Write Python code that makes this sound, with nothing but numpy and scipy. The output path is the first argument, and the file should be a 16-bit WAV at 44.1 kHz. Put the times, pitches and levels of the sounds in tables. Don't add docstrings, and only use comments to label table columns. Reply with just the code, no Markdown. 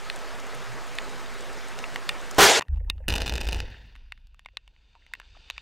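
import sys
import numpy as np
from scipy import signal
from scipy.fft import rfft, irfft
from scipy.io import wavfile
from scipy.ndimage import uniform_filter1d

SR = 44100
rng = np.random.default_rng(int(sys.argv[2]) if len(sys.argv) > 2 else 0)


def makeup_ratio(level_db):
    decades = np.asarray(level_db, float) / 20
    return 10 ** decades


def master_out(mix):
    frames = np.transpose(np.atleast_2d(mix))
    ceiling = np.clip(frames, -1, 1)
    pcm = np.round(ceiling * 32767).astype(np.int16)
    wavfile.write(sys.argv[1], SR, pcm)


N = 247401

CUT_S = 2.5958
AIR_S, LOWEST_S = 3.08, 4.42
# (frequency [Hz], width [Hz], level [dB])
HOUSING = [(985, 150, -3), (1150, 200, -7.5), (1466, 210, -2.5), (1850, 128, -7), (2130, 170, -5.5),
           (2555, 157, 2.5), (2891, 190, 1.5), (3630, 120, 1), (4160, 180, -8.5), (4705, 224, -5.5),
           (5700, 330, -14), (6880, 500, -9), (8770, 760, -26)]
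# (time [s], drive over input limit [dB], brightness [0-1], limit [dB])
BANG = [
    (2.355, -38.5, 0.8, -11.5),
    (2.383, -20.5, 0.45, -9.5),
    (2.3875, -4.5, 0.35, -8),
    (2.398, 7.5, 0.33, -10),
    (2.412, 12.5, 0.45, -11),
    (2.43, 9.5, 0.56, -9.5),
    (2.48, -0.5, 0.9, -10.5),
    (2.54, -8.5, 0.94, -8.5),
    (2.596, -14, 0.98, -7),
]
# (time [s], level [dB], snap re knock [dB])
RATTLE = [(3.0826, -12, -7), (3.0879, -13, -6), (3.0976, -19, -7), (3.1036, -14, -18), (3.1082, -25, -12),
          (3.1121, -31, -8), (3.1182, -30, -11), (3.1241, -18, -14), (3.1278, -23, -7), (3.1395, -14, -8),
          (3.1549, -16, -11), (3.1599, -16, -10), (3.164, -18, -15), (3.1728, -37, -5), (3.1809, -21, -10),
          (3.1836, -22, -13), (3.2033, -24, -10), (3.2072, -22, -11), (3.2148, -27, -11),
          (3.2192, -14, -11), (3.226, -29, -15), (3.2324, -31, -10), (3.2477, -36, -9), (3.2616, -21, -15),
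          (3.2644, -22, -11), (3.2695, -23, -10), (3.2789, -18, -11), (3.2861, -27, -6), (3.296, -16, -10),
          (3.3001, -33, -4), (3.3032, -32, -11), (3.3234, -23, -9), (3.3386, -21, -9), (3.3555, -20, -10),
          (3.362, -24, -8), (3.376, -29, -14), (3.3804, -22, -11), (3.4058, -27, -9), (3.4095, -27, -7),
          (3.4131, -19, -10), (3.4178, -26, -11), (3.4325, -31, -8), (3.4378, -37, -8), (3.4458, -35, -5),
          (3.4541, -30, -7), (3.4693, -27, -12), (3.475, -26, -6), (3.4885, -17, -11), (3.4937, -28, -17),
          (3.5122, -30, -10), (3.5239, -23, -10), (3.5295, -16, -10), (3.5371, -33, -10),
          (3.5459, -23, -10), (3.5595, -35, -9), (3.5635, -34, -6), (3.569, -34, -8), (3.5826, -35, -9),
          (3.5901, -31, -12), (3.6032, -21, -13)]


def evened(x):
    return x / np.sqrt(np.mean(x ** 2) + 1e-20)


def read(points, hz):
    f, value = np.transpose(points)
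    return np.interp(np.log(hz + 1), np.log(f + 1), value)


def curves(rows):
    s, *columns = np.transpose(rows)
    return [np.interp(np.arange(N) / SR, s, c) for c in columns]


def slow(shape):
    t = np.arange(0, N + 32, 32) / SR
    return np.interp(np.arange(N) / SR, t, shape(t))


def add(mix, s, sound):
    part = mix[round(s * SR):][:len(sound)]
    part += sound[:len(part)]


def colour(x, points):
    size = 2 ** 18
    gain = makeup_ratio(read(points, np.fft.rfftfreq(size, 1 / SR)))
    return evened(irfft(rfft(x, size) * gain)[:N])


def patchy(patch_db, flicker_db):
    a, b, patches = rng.standard_normal((N // 128 + 5, 257, 3)).T
    patches = uniform_filter1d(patches, size=6, axis=0)
    patches = evened(uniform_filter1d(patches, size=12, axis=1))
    flicker = rng.standard_normal(a.shape[1])
    z = (a + 1j * b) * makeup_ratio(patch_db * patches + flicker_db * flicker)
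    return evened(signal.istft(z, nperseg=512, noverlap=384)[1][:N])


def grains(per_s, spread_db):
    size = makeup_ratio(spread_db * np.minimum(rng.exponential(1, N), 4))
    return rng.standard_normal(N) * size * (rng.random(N) < per_s / SR)


def resonate(x, hz, width):
    turn = np.exp(2j * np.pi * np.cumsum(hz * np.ones(len(x))) / SR)
    r = np.exp(-np.pi * width / SR)
    return 2 * (turn * signal.lfilter([1 - r], [1, -r], x / turn)).real


def resonate_twice(x, hz, width):
    return resonate(resonate(x, hz, width), hz, width)


def rain():
    # (frequency [Hz], density [dB per Hz])
    wash_spectrum = [(15, -37), (25, 0.5), (76, -10.5), (217, -7), (301, -8), (416, -2.5), (1040, -5.5),
                     (1290, -4.5), (1400, -6.5), (1650, -6), (2840, -12.5), (6740, -20.5), (13600, -36.5),
                     (16000, -45.5)]
    # (time [s], level [dB])
    rain_level = [(0.0, -41), (2.24, -41), (2.37, -41)]
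    # (frequency [Hz], side minus mid [dB])
    side_spectrum = [(30, -19), (900, -46), (3500, -40), (4300, -31.5), (7000, -31.5), (9000, -22),
                     (13000, -9), (16000, -4)]
    # (time [s], peak [dB], frequency [Hz])
    splashes = [(0.16, -28.5, 7360), (0.1894, -35, 6290), (0.3996, -30.5, 6300), (0.4668, -33.5, 7290),
                (0.5484, -33, 9200), (0.9522, -31, 7500), (1.0944, -36, 6640), (1.4074, -32.5, 6340),
                (1.5304, -35, 7250), (1.6844, -33, 7880), (1.7887, -27, 5960), (1.9444, -32.5, 7100),
                (2.2129, -33, 6070), (2.3105, -23.5, 6500), (2.3461, -32, 6760)]
    # (time [s], peak [dB], frequency [Hz], length [s])
    puffs = [
        (.57, -45, 135, .03),
        (.71, -43, 118, .035),
    ]
    # (frequency [Hz], level [dB], rate [beats per s], first beat [s])
    machine = (1298, -45, 6.24, .0723)

    wash = colour(patchy(1.5, 0.41), wash_spectrum)
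    burst = np.exp(-np.arange(600) / 130) * rng.standard_normal(600)
    fine = signal.oaconvolve(grains(60, 4.), burst)[:N]
    spatter = colour(.5 * evened(fine) + patchy(5., 1.2),
                     [(2000, -32), (4500, -3.5), (8000, 7), (12000, -7), (16000, -6.5)])
    side = colour(patchy(4., 2.5), [(hz, read(wash_spectrum, hz) + db) for hz, db in side_spectrum])

    near = np.zeros(N)
    decay = np.exp(-np.arange(900) / 160)
    for (s, db, hz), noise in zip(splashes, rng.standard_normal((len(splashes), 900))):
        add(near, s, makeup_ratio(db - 10.0) * evened(resonate_twice(noise, hz, 4000)) * decay)
    t = np.arange(N) / SR
    for s, db, hz, length in puffs:
        near += makeup_ratio(db) * np.sin(2 * np.pi * hz * t) * np.exp(-((t - s) / length) ** 2)

    hz, db, per_s, first = machine
    beats = makeup_ratio(db) * np.sin(2 * np.pi * hz * t) * np.cos(np.pi * per_s * (t - first)) ** 10
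    level = makeup_ratio(curves(rain_level)[0] + 0.62)
    return level * (wash + makeup_ratio(-22) * spatter + makeup_ratio(-29.0) * side * [[1], [-1]]) + near + beats


def tap(low_hz, high_hz, high_db, tick_db, focus, damp, scatter_db, chance):
    t = np.arange(2600)[:, None] / SR
    hz, width, db = np.transpose(HOUSING)
    count = len(hz)
    near = makeup_ratio(-focus * abs(np.log2(hz / low_hz))) + makeup_ratio(high_db - focus * abs(np.log2(hz / high_hz)))
    weight = near * makeup_ratio(.4 * db + scatter_db * chance[:count])
    long_gain = makeup_ratio(-23.5 - 8.8 * (hz > 3000) + 3.5 * chance[20:20 + count])
    decay = np.exp(-np.pi * damp * (width + 120) * t)
    decay = decay + long_gain * np.exp(-np.pi * .3 * (width + 80) * t)
    modes = (weight * decay * np.sin(2 * np.pi * hz * t + 1.654 * chance[-count:])).sum(1)

    t = t[:, 0]
    spot = np.sin(2 * np.pi * low_hz * t) + makeup_ratio(high_db) * np.sin(2 * np.pi * high_hz * t)
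    modes += 0.97 * spot * np.exp(-t / 0.0019)
    modes += makeup_ratio(-9.0) * np.sin(2 * np.pi * 1050 * t) * np.exp(-t / 0.0018)
    lid = np.sin(2 * np.pi * 2740 * t) + 0.52 * np.sin(2 * np.pi * 1860 * t)
    modes += makeup_ratio(-22.5) * lid * np.exp(-t / 0.0089)

    tick = resonate(resonate(np.resize(chance, len(t)), 5000, 8000), 4700, 8200) * np.exp(-t / 0.001)
    blow = (modes / abs(modes).max() + makeup_ratio(tick_db) * tick) * np.minimum(t / 0.00051, 1)
    return signal.sosfilt(signal.butter(3, 420, "high", fs=SR, output="sos"), blow)


def drops():
    # (time [s], peak [dB], low ring [Hz], high ring [Hz], high ring re peak [dB])
    heavy = [(0.099, -10.5, 2000, 4090, -3.5), (0.985, -11.5, 1980, 2600, -3), (1.788, -25, 1320, 2930, 0),
             (1.84, -18, 1300, 2750, 1), (1.959, -7.5, 1918, 2400, -42), (2.091, 1, 2420, 3460, -13),
             (2.609, -12.5, 1810, 2400, -25), (2.619, -17.5, 1400, 2950, -23.5),
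             (2.622, -15, 1120, 2390, -5), (2.683, -32, 1888, 2370, -36.5), (2.899, -1.5, 2820, 3760, -3),
             (3.953, -32.5, 2197, 2400, -31), (4.121, -21, 1990, 2695, -6), (4.459, -25, 2130, 2850, -23),
             (4.57, -13.5, 1880, 3920, -2), (4.677, -32, 2260, 2775, -20),
             (5.064, -32.5, 2020, 2840, -15.5), (5.136, -10, 1920, 2540, -26),
             (5.199, -20.5, 1716, 2760, -48), (5.5, -9.5, 1150, 2676, 9.5), (5.507, -20.5, 2330, 4000, -1),
             (5.579, -23.5, 2303, 2816, -13)]
    # (time [s], peak [dB], ring [Hz], tick re peak [dB])
    light = [(1.26, -28, 3700, -23), (2.651, -48, 955, -33), (2.744, -44, 790, -22),
             (2.759, -42.5, 804, -26.5), (2.772, -41, 850, -21.5), (2.98, -38.5, 1240, -33.5),
             (3.961, -38.5, 1859, -19.5), (4.176, -39.5, 2173, -29), (4.27, -53, 1722, -3),
             (4.344, -47.5, 1184, -13), (4.393, -37, 1886, -15), (4.448, -43, 3630, -26),
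             (4.486, -37.5, 1940, -37), (4.763, -44, 2280, -34), (4.952, -40, 915, -30),
             (5.151, -34, 1900, -21), (5.215, -42, 1761, -33), (5.372, -37, 1890, -32),
             (5.483, -41, 2950, -25)]
    # (time [s], peak [dB], frequency [Hz], t60 [s])
    drips = [(2.804, -48, 531, 0.066), (2.801, -55.5, 1850, 0.038), (2.846, -58.5, 1850, 0.028),
             (2.877, -53, 927.6, 0.055), (3.003, -50, 538, .07), (3.002, -63, 1654, 0.0386),
             (3.04, -60, 1754, 0.042), (3.742, -44.5, 1564, 0.0254), (4.535, -63, 530, 0.064),
             (4.955, -57, 895, 0.093), (5.02, -53, 1920, 0.0266), (5.114, -48.5, 910, 0.018),
             (5.228, -55, 1490, 0.035), (5.35, -43, 1150, 0.02), (5.367, -47.5, 688, 0.0218),
             (5.562, -51.5, 1808, .04)]
    heavy_tick_db, light_high_hz, light_high_db = -26, 2760, -13.5

    out, t = np.zeros(N), np.arange(4000) / SR
    rows = [(*row, heavy_tick_db) for row in heavy]
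    rows += [(s, db, hz, light_high_hz, light_high_db, tick_db) for s, db, hz, tick_db in light]
    for (s, db, low_hz, high_hz, high_db, tick_db), chance in zip(rows, rng.standard_normal((len(rows), 200))):
        blow = tap(low_hz, high_hz, high_db + 4.5, tick_db + 4, 10.0, 1.13, 0.38, chance)
        add(out, s + 0.00051, makeup_ratio(db) * blow)
    for (s, db, hz, t60), noise in zip(drips, rng.standard_normal((len(drips), len(t)))):
        hum = np.sin(2 * np.pi * hz * t) + 0.9 * evened(resonate_twice(noise, hz, .3 * hz))
        add(out, s, makeup_ratio(db - 60 * t / t60) * hum * np.minimum(t / 0.0013, 1))
    return out


def bang():
    # (frequency [Hz], density [dB per Hz])
    dull_spectrum = [(60, -25), (200, -17.5), (390, 6), (700, -9), (1400, -3), (3000, -22.5), (8000, -31),
                     (16000, -37.5)]
    bright_spectrum = [(35, -68), (60, -45), (238, -21), (389, -3.5), (579, -6), (842, -0.5), (1170, -11.5),
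                       (1550, -4.5), (6740, -11.5), (10500, -25), (16000, -40)]
    # (time [s], strength over input limit [dB], length [ms])
    shocks = [
        (2.384, 8.5, .8),
        (2.3867, 6.5, .6),
        (2.3887, 7.5, .7),
        (2.3915, 7.5, .9),
        (2.394, 8.5, .8),
        (2.3954, 12, .9),
    ]

    now = np.arange(N) / SR
    drive_db, bright, limit_db = curves(BANG)
    bright = np.clip(bright, 0, 1)
    roar = (1 - bright) * colour(patchy(1.8, 2.0), dull_spectrum)
    roar = roar + bright * colour(patchy(1.4, 1.5), bright_spectrum)
    roar *= makeup_ratio(drive_db) / np.hypot(bright, 1 - bright) * (np.arange(N) > BANG[0][0] * SR)
    t = np.arange(-20, 400) / SR
    for s, db, ms in shocks:
        pulse = (1 - 300 * t / ms) * np.exp(-1000 * t / ms)
        add(roar, s + t[0], makeup_ratio(db) * np.where(t < 0, -.6, pulse))

    apart = colour(rng.standard_normal(N),
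                   [(100, 5), (1000, -1), (2200, -5), (4500, 2), (7000, -0.5), (14000, -4)])
    apart *= makeup_ratio(-22) * np.exp(-np.maximum(now - shocks[0][0], 0) / .02) * np.minimum(makeup_ratio(drive_db), 1)
    flat = np.tanh(roar) + apart * [[1], [-1]]

    dark = np.interp(now, (2.49, 2.535, 2.565, 2.59), [0, 1, 1, .8])
    low_pass = signal.butter(14, 13400, fs=SR, output="sos")
    flat = (1 - dark) * flat + dark * signal.sosfiltfilt(low_pass, flat)
    droop = np.exp(-2 * np.pi * 25 / SR)
    return makeup_ratio(limit_db) * signal.lfilter([1, -1], [1, -droop], flat)


def aftermath():
    # (at cut [dB], lull [dB], shaking [dB], fading [dB per s], at lowest gain [dB])
    layers = [
        (-43.5, -77.5, -42, 45, -73.5),
        (-63, -98, -61, 84, -97),
        (-53, -66.5, -45.5, 76, -87),
        (-53.5, -62, -52, 35.5, -80),
    ]
    creep = [18.7, 20, 14, 8.5]
    follow = [0.37, 0.38, 0.55, 0.227]
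    still_s, cut_tail_s, shake_s = 3.58, 0.044, 0.016

    t = np.arange(N) / SR
    knocks = slow(lambda u: sum(makeup_ratio(2 * db) * (u > s) * np.exp(-abs(u - s) / shake_s) for s, db, _ in RATTLE))
    shake_db = np.where(t < still_s, 10 * np.log10(knocks + 0.00026) + 25, 0)
    for (cut_db, lull_db, top_db, fade_db, low_db), creep_db, share in zip(layers, creep, follow):
        lull = makeup_ratio(lull_db) + makeup_ratio(cut_db - 30 * (t - CUT_S) / cut_tail_s)
        blast = makeup_ratio(top_db + share * shake_db - fade_db * np.maximum(t - still_s, 0))
        blast = blast + makeup_ratio(low_db + creep_db * (t - LOWEST_S))
        yield np.where(t < AIR_S, lull, blast) * (t > CUT_S)


def fall():
    # (frequency [Hz], density [dB per Hz])
    rock_spectrum = [(130, -46.5), (220, -5.5), (477, -3.5), (712, -8), (903, -4.5), (1150, -34),
                     (1300, -37), (1690, -50), (2860, -120)]

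    grit_gain, treble_gain, rock_gain, deep_gain = aftermath()
    t = np.arange(N) / SR
    shaking = np.interp(t, [3.6, 3.75], [.6, .15])
    drive = (patchy(0.89, 1.6) + shaking * evened(grains(370, 1.3))) / np.hypot(1, shaking)
    dull = colour(patchy(5., 4.1), [(2500, -5.5), (3500, -18), (16000, -28)])
    murmur = np.where(t < AIR_S, dull, drive)
    echo_db = np.interp(t, [3.55, 3.7, 4.15, 4.3], [11.0, 12.5, 4, 1.8])
    far_db = 4. * np.clip(t - LOWEST_S, 0, 1)
    grit = 0
    for k, (hz, width, db) in enumerate(HOUSING[:11]):
        ring = resonate(resonate(murmur, hz, 2.2 * width), hz, 4.3 * width)
        mode_db = db + echo_db * (1700 < hz < 2000) + far_db * (hz > 3000)
        grit = grit + (-1) ** k * makeup_ratio(mode_db) * ring

    treble = colour(drive, [(3000, -26), (5500, 7.5), (8000, 2.5), (11000, -14), (14000, -21), (16500, -38)])
    settled = np.interp(t, (3.62, 3.74), [0, 1])
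    low_pass = signal.butter(6, 9500, fs=SR, output="sos")
    treble = (1 - settled) * treble + settled * signal.sosfilt(low_pass, treble)
    rock = colour(patchy(2.6, 3.0), rock_spectrum)
    deep = colour(patchy(3., 3.), [(60, -28), (100, 4.0), (170, -5), (260, -9.5), (400, -43.5)])
    return grit_gain * evened(grit) + treble_gain * treble + rock_gain * rock + deep_gain * deep


def ground():
    # (time [s], low [Hz], middle [Hz], upper [Hz])
    pitch = [(2.7, 22, 43.9, 72.44), (2.901, 22.9, 43.5, 75.86), (3.002, 22.16, 53.83, 73.2),
             (3.101, 25.48, 52, 75.8), (3.202, 29.78, 48.7, 79.7), (3.45, 24.4, 54.82, 79.9),
             (3.602, 24.92, 54.87, 82.2), (4.0, 28.07, 50.6, 77.2), (5.6, 27.1, 51.63, 76)]
    # (time [s], peak [dB], time to fall by fall_db [s])
    wave_swells = [
        [(2.73, -37.5, 0.32), (3.11, -30.5, 0.08), (3.18, -27.5, 0.04), (3.43, -31, 0.04), (3.55, -29.5, 0.03),
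         (3.64, -37, 0.05), (3.83, -44.5, 0), (4.01, -45.5, .1), (4.22, -51.5, 0.2), (5.3, -54.5, 0.4)],
        [(2.74, -27, 0.19), (2.88, -28, 0.04), (3.12, -22, .06), (3.22, -26.5, 0.04), (3.34, -27, .07),
         (3.47, -29.5, 0.11), (3.57, -31, .07), (3.71, -40.5, .1), (3.88, -48.5, 0.1838), (4.16, -49, 0.1),
         (4.66, -57.5, .1), (5.31, -56.5, 0.3), (5.57, -52.5, 0.18)],
        [(2.725, -23.5, 0.0876), (2.96, -38.5, 0.14), (3.11, -27, .03), (3.22, -34, .04), (3.43, -47, .1),
         (3.56, -37.5, 0.09), (5.3, -59, 0.2)],
    ]
    # (while shaking [dB], fading [dB per s], lasting [dB])
    coda = [
        (-45, 22, -62.5),
        (-44, 33, -65),
        (-49, 40, -73),
    ]
    fall_db, rise_share = 11.5, .6
    first_s, rise_s, coda_s = 2.7, 0.028, 3.59

    def swell_power(u, swells):
        total = 0
        for s, db, fall_s in swells:
            away_s = np.maximum(u - s, (s - u) / rise_share)
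            total = total + makeup_ratio(2 * (db - fall_db * away_s / fall_s))
        return total

    t = np.arange(N) / SR
    out = np.zeros(N)
    scatter = np.interp(t, [2.8, 3.1, 3.8], [.1, .3, .7])
    for swells, (top_db, fade_db, last_db), hz, width in zip(wave_swells, coda, curves(pitch), (14, 16, 22)):
        power = makeup_ratio(2 * (top_db - fade_db * np.maximum(t - coda_s, 0))) + makeup_ratio(2 * last_db)
        power += slow(lambda u: swell_power(u, swells))
        blur = evened(resonate_twice(rng.standard_normal(N), hz, width))
        wander = uniform_filter1d(rng.standard_normal(N), size=3000)
        wander = evened(uniform_filter1d(wander, size=3000))
        phase = 2 * np.pi * np.cumsum(hz * (1 + 0.1538 * scatter * wander)) / SR
        tone = np.sqrt(2) * np.sin(phase)
        out += np.sqrt(power) * (tone + scatter * blur) / np.hypot(1, scatter)
    return out * np.clip((t - first_s) / rise_s + 1, 0, 1) ** 2


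def rattle():
    # (time [s], level [dB], snap re knock [dB])
    late_knocks = [
        (3.655, -48, -6),
        (3.677, -52, -6),
        (3.703, -50, -5),
    ]
    # (frequency [Hz], level [dB], decay [ms])
    mount = [(470, -9, 1.5), (900, -8, 1.8), (1500, -7, 1.2), (1750, -6, 1.2), (2020, -8, 1.3),
             (2560, 1, 1.9), (2860, 1, 1.5), (3600, 0, 1.7), (4120, -4, 1.6), (4480, 1, 1.4),
             (4780, -7, 1.3), (5750, -6, 1.2), (6700, -11, 0.7)]
    echo_ms, echo_share = .9, .8

    out, t = np.zeros(N), np.arange(900) / SR
    hz, level_db, ms = np.transpose(mount)[:, :, None]
    u = t / .001
    knocks = RATTLE + late_knocks
    for (s, db, snap_db), chance in zip(knocks, rng.standard_normal((len(knocks), 260))):
        a, b = chance[:len(hz), None], chance[-len(hz):, None]
        modes = makeup_ratio(level_db + 2.5 * a) * np.sin(2 * np.pi * hz * t + .35 * b) * np.exp(-1000 * t / ms)
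        ring = -modes.sum(0)
        ring -= echo_share * np.interp(t - echo_ms / 1000, t, ring, left=0)
        snap = resonate_twice(np.resize(chance, len(t)), 6500, 9000) * np.exp(-t / .0008)
        knock = (ring / abs(ring).max() + makeup_ratio(snap_db - 7.) * snap) * np.minimum(t / .0002, 1)
        push = u * (u - 1.4) * np.exp(-u)
        add(out, s - .0006, makeup_ratio(db + 5.5) * knock + makeup_ratio(db - 1.5) * push)
    return out


def scene():
    tap_limit = 0.1612
    before = np.arange(N) < CUT_S * SR
    banging = np.arange(N) > BANG[0][0] * SR
    ducked = 1 / np.sqrt(1 + makeup_ratio(2 * curves(BANG)[0] + 15) * banging)
    close = ~before * (ground() + fall()) + drops() + rattle()
    close /= (1 + (close / tap_limit) ** 10) ** (1 / 10)
    return before * (ducked * rain() + bang()) + close


def band_limit(x):
    return signal.sosfilt(signal.butter(12, 16850, fs=SR, output="sos"), x)


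def record(dry):
    input_offset = [-.0143, .02]
    offset = np.array(input_offset)[:, None] * (np.arange(N) < CUT_S * SR)
    edge = signal.firwin(255, 15900, window=("kaiser", 8), fs=SR)
    return band_limit(signal.oaconvolve(dry, edge[None], "same") + offset)


dry = scene()
out = record(dry)
master_out(out)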